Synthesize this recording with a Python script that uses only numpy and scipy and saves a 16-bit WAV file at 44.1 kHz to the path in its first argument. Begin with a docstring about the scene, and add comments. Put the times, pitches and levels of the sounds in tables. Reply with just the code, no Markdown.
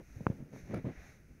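"""A quiet room, heard from the microphone of a hand-held camera following a skunk over carpet.
Over the room's rumble and hiss, fingers rub the camera's case, close and dull. Farther off the pile
swishes faintly and soft footfalls thud through the floor. Light knocks on the case surround one hard
tap at 0.27 s. Near 0.75 s the rubbing swells and a finger catches, rasps and tears loose.
A few more knocks, swishes and thuds follow, and the hand settles."""
import sys
import numpy as np
from scipy import signal
from scipy.fft import rfft, irfft
from scipy.io import wavfile
from scipy.ndimage import uniform_filter1d

SR = 44100
rng = np.random.default_rng(int(sys.argv[2]) if len(sys.argv) > 2 else 0)


def pcm_store(signal):
    """Save signal as 16-bit PCM."""
    levels = np.round(np.clip(np.atleast_2d(signal), -1, 1) * 32767)
    wavfile.write(sys.argv[1], SR, levels.astype(np.int16).T)


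N = 61739

# room tone, all around the microphone: f/Hz, relative density/dB
ROOM_SPECTRUM = [(20, -2.5), (45, 2), (70, 2), (150, -5.5), (300, -22), (600, -28.5), (900, -35.5),
                 (1130, -31), (1350, -22.5), (2400, -23.5), (3100, -39), (4700, -37), (5600, -33),
                 (6300, -29), (7300, -42), (9000, -41), (10100, -36.5), (11200, -41), (12500, -38.5),
                 (15500, -41)]
# slight drift of the room tone: t/s, level/dB
ROOM_DRIFT = [(0, -59.5), (0.35, -56.5), (0.48, -61), (0.7, -59.5), (1.15, -60.5), (1.28, -60.5),
              (1.4, -60.5)]
# how hard the hand rubs the case, right at the microphone: t/s, level/dB
RUB_LEVEL = [(0, -46.5), (0.05, -70.5), (0.2, -54), (0.255, -54), (0.29, -44), (0.33, -49.5), (0.375, -54),
             (0.405, -47.5), (0.46, -56), (0.505, -61), (0.53, -49), (0.565, -49.5), (0.6, -55),
             (0.64, -56), (0.685, -51.5), (0.704, -40.5), (0.728, -42), (0.745, -35), (0.778, -38.5),
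             (0.826, -54.5), (0.838, -60.5), (0.85, -38.5), (0.875, -37), (0.91, -44), (0.932, -60),
             (1.11, -64.5), (1.21, -65), (1.28, -65.5), (1.312, -59.5), (1.35, -63), (1.4, -66.5)]
# rubbing heard through the housing: f/Hz, relative density/dB
RUB_SPECTRUM = [(30, -18.5), (70, -14), (120, 2), (180, 3), (270, -0.5), (380, -7.5), (520, -10.5),
                (700, -18), (1100, -29), (2200, -32), (3200, -43.5), (6000, -60), (15000, -68)]
# swishes down on the carpet: middle t/s, half width/s, level/dB, treble gain/dB
CARPET_SWISHES = [(0.17, 0.11, -69, 6.5), (0.571, 0.033, -62, 4), (0.683, 0.061, -66, 1.5),
                  (0.757, 0.037, -59.5, -14), (0.876, 0.044, -64.5, -13), (0.97, 0.059, -63, -11.5),
                  (1.078, 0.068, -61.5, 1)]
# hiss of the brushed pile: f/Hz, relative density/dB
SWISH_SPECTRUM = [(400, 1), (750, -2), (1100, -9.5), (1500, -1.5), (2000, 2), (2500, -2.5), (3150, -19),
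                  (3900, -11.5), (4800, -18.5), (5600, -10.5), (6300, -5.5), (7700, -27.5), (9000, -27.5),
                  (10100, -18.5), (11200, -27), (12700, -20.5), (15000, -36)]
# footfalls through the floor: t/s, level/dB
FOOTFALLS = [(0.105, -48), (0.124, -45.5), (0.143, -47), (0.403, -43), (0.634, -42), (0.974, -42),
             (0.99, -47), (1.052, -54), (1.306, -52)]
# soft finger knocks on the case: t/s, force/dB, contact width/ms
FINGER_KNOCKS = [(0.167, -29, 3.7), (0.2075, -32.5, 0.52), (0.2123, -32, 1.9), (0.3013, -20.5, 0.8),
                 (0.4046, -39, 0.88), (0.4260, -36.5, 0.83), (0.537, -35.5, 0.63), (0.5625, -37, 0.36),
                 (0.739, -22.5, 0.53), (0.7815, -29.5, 1.08), (0.8455, -31, 0.65), (0.8520, -37, 0.52),
                 (0.8696, -28, 0.57), (1.3120, -50, 1.1)]
# a finger catching on the case: t/s, level/dB, decay/s
FINGER_RASPS = [(0.7404, -38, 0.0054), (0.7435, -39.5, 0.0049), (0.757, -45, 0.011), (0.7710, -50, 0.014)]
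# hollow tone of the rasps: f/Hz, relative density/dB
RASP_SPECTRUM = [(200, 1), (380, 15), (600, 18), (850, -7), (1100, -15), (1350, 9.5), (1600, -10),
                 (2300, 2.5), (3200, -22), (4700, -16.5), (6300, -26), (8300, -46), (10300, -15),
                 (11500, -35), (15000, -32)]
# tiny snags inside the hardest rasps: t/s, level/dB
FINGER_SNAGS = [(0.7419, -49), (0.7442, -41.5), (0.748, -57)]
# bright tone of the snags: f/Hz, relative density/dB
SNAG_SPECTRUM = [(500, 6), (950, -9), (1350, 10.5), (1700, 7), (2300, -1.5), (3200, -12.5), (4600, -13),
                 (5400, -16), (6500, -12), (8300, -33.5), (10300, -14), (11500, -33), (13000, -27),
                 (15000, -25)]


def from_db(db):
    """Decibels to gain."""
    return 10 ** (np.asarray(db) / 20)


def seconds():
    """Time of each sample."""
    return np.arange(N) / SR


def level_curve(rows):
    """Gain over time from points of t/s, level/dB."""
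    return from_db(np.interp(seconds(), *np.transpose(rows)))


def coloured(x, spectrum):
    """Shape a steady signal by points of f/Hz, level/dB, then scale it to unit power."""
    hz, db = np.transpose(spectrum)
    bin_hz = np.maximum(np.arange(N // 2 + 1) * SR / N, 1)
    gain = from_db(np.interp(np.log(bin_hz), np.log(hz), db))
    shaped = irfft(rfft(x) * gain, N)
    return shaped / np.sqrt(np.mean(shaped ** 2) + 1e-20)


def evened(x, samples):
    """Take the slow chance swings out of a noise, so that its level follows its envelope."""
    power = uniform_filter1d(uniform_filter1d(x ** 2, samples), samples)
    return x / np.sqrt(power + 1e-9)


def room_tone():
    """The room's low rumble and faint hiss, nearly steady."""
    return level_curve(ROOM_DRIFT) * coloured(rng.standard_normal(N), ROOM_SPECTRUM)


def rubbing(slips_per_s=2500, spread_db=3):
    """Skin sticks and slips on the case; the uneven slips reach the microphone dulled by the housing."""
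    slipping = rng.random(N) < slips_per_s / SR
    strength = from_db(spread_db * np.minimum(rng.exponential(1, N), 4))
    slips = slipping * strength * rng.choice([-1, 1], N)
    return level_curve(RUB_LEVEL) * evened(coloured(slips, RUB_SPECTRUM), samples=350)


def swishes(treble_hz=4700):
    """A little way off, brushed carpet fibres hiss in smooth swells, some brighter than others."""
    hiss = coloured(rng.standard_normal(N), SWISH_SPECTRUM)
    treble = signal.sosfiltfilt(signal.butter(2, treble_hz, "high", fs=SR, output="sos"), hiss)
    out = np.zeros(N)
    for middle, half_width, db, treble_db in CARPET_SWISHES:
        swell = from_db(db) * np.exp(-.5 * ((seconds() - middle) / half_width) ** 2)
        out += swell * (hiss + (from_db(treble_db) - 1) * treble)
    return out


def thuds(floor_hz=52.5, t60_s=0.096, softness_hz=112):
    """Soft footfalls set the floor ringing low and briefly."""
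    out = np.zeros(N)
    for start, db in FOOTFALLS:
        age = np.maximum(seconds() - start, 0)
        attack = 1 - np.exp(-2 * np.pi * softness_hz * age)
        decay = from_db(db - 60 * age / t60_s)
        out += attack * decay * np.sin(2 * np.pi * floor_hz * age)
    return out


def contact(at_s, width_ms):
    """A fingertip's smooth bump of force, of height 1."""
    return 1 - np.tanh((seconds() - at_s) / (width_ms / 1000)) ** 2


def soft_knocks(lift_s=0.0027, lift_share=0.35):
    """Force of fingers that press on the case and pull back more weakly as they lift off."""
    return sum(from_db(db) * (contact(at_s, width_ms) - lift_share * contact(at_s + lift_s, width_ms))
               for at_s, db, width_ms in FINGER_KNOCKS)


def hard_tap(at_s=0.26773, force_db=-11, width_ms=0.22, bounce_s=0.00077, bounce_db=-7):
    """Force of one hard tap on the case, with a quick bounce."""
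    bounce = from_db(bounce_db) * contact(at_s + bounce_s, width_ms)
    return from_db(force_db) * (contact(at_s, width_ms) + bounce)


def struck_case(force, ring_hz=106.5, q=1.48):
    """The case around the microphone gives way below its pitch and rings briefly at it."""
    omega = 2 * np.pi * ring_hz
    resonant_highpass = signal.bilinear([1, 0, 0], [1, omega / q, omega ** 2], SR)
    return signal.lfilter(*resonant_highpass, force + 1e-18)


def rasps(attack_s=0.00058):
    """Short hollow scratches, very close, where a finger catches."""
    envelope = np.zeros(N)
    for start, db, decay_s in FINGER_RASPS:
        age = np.maximum(seconds() - start, 0)
        envelope += from_db(db) * np.tanh(age / attack_s) ** 2 * np.exp(-age / decay_s)
    return envelope * evened(coloured(rng.standard_normal(N), RASP_SPECTRUM), samples=250)


def snags(decay_s=0.0012):
    """A few crisp ticks as the finger tears loose."""
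    t = seconds()
    envelope = sum(from_db(db) * (t >= start) * np.exp(-np.abs(t - start) / decay_s)
                   for start, db in FINGER_SNAGS)
    return envelope * evened(coloured(rng.standard_normal(N), SNAG_SPECTRUM), samples=60)


def scene():
    """Room, skunk and close handling noise at one microphone."""
    knocks = struck_case(soft_knocks() + hard_tap())
    return (room_tone() + rubbing() + swishes() + thuds() + knocks + rasps() + snags())[None]


def record(dry):
    """The camera cuts the top of the treble steeply."""
    cutoff_hz = 15700
    return signal.sosfilt(signal.ellip(12, .1, 70, cutoff_hz, fs=SR, output="sos"), dry)


dry = scene()
out = record(dry)
pcm_store(out)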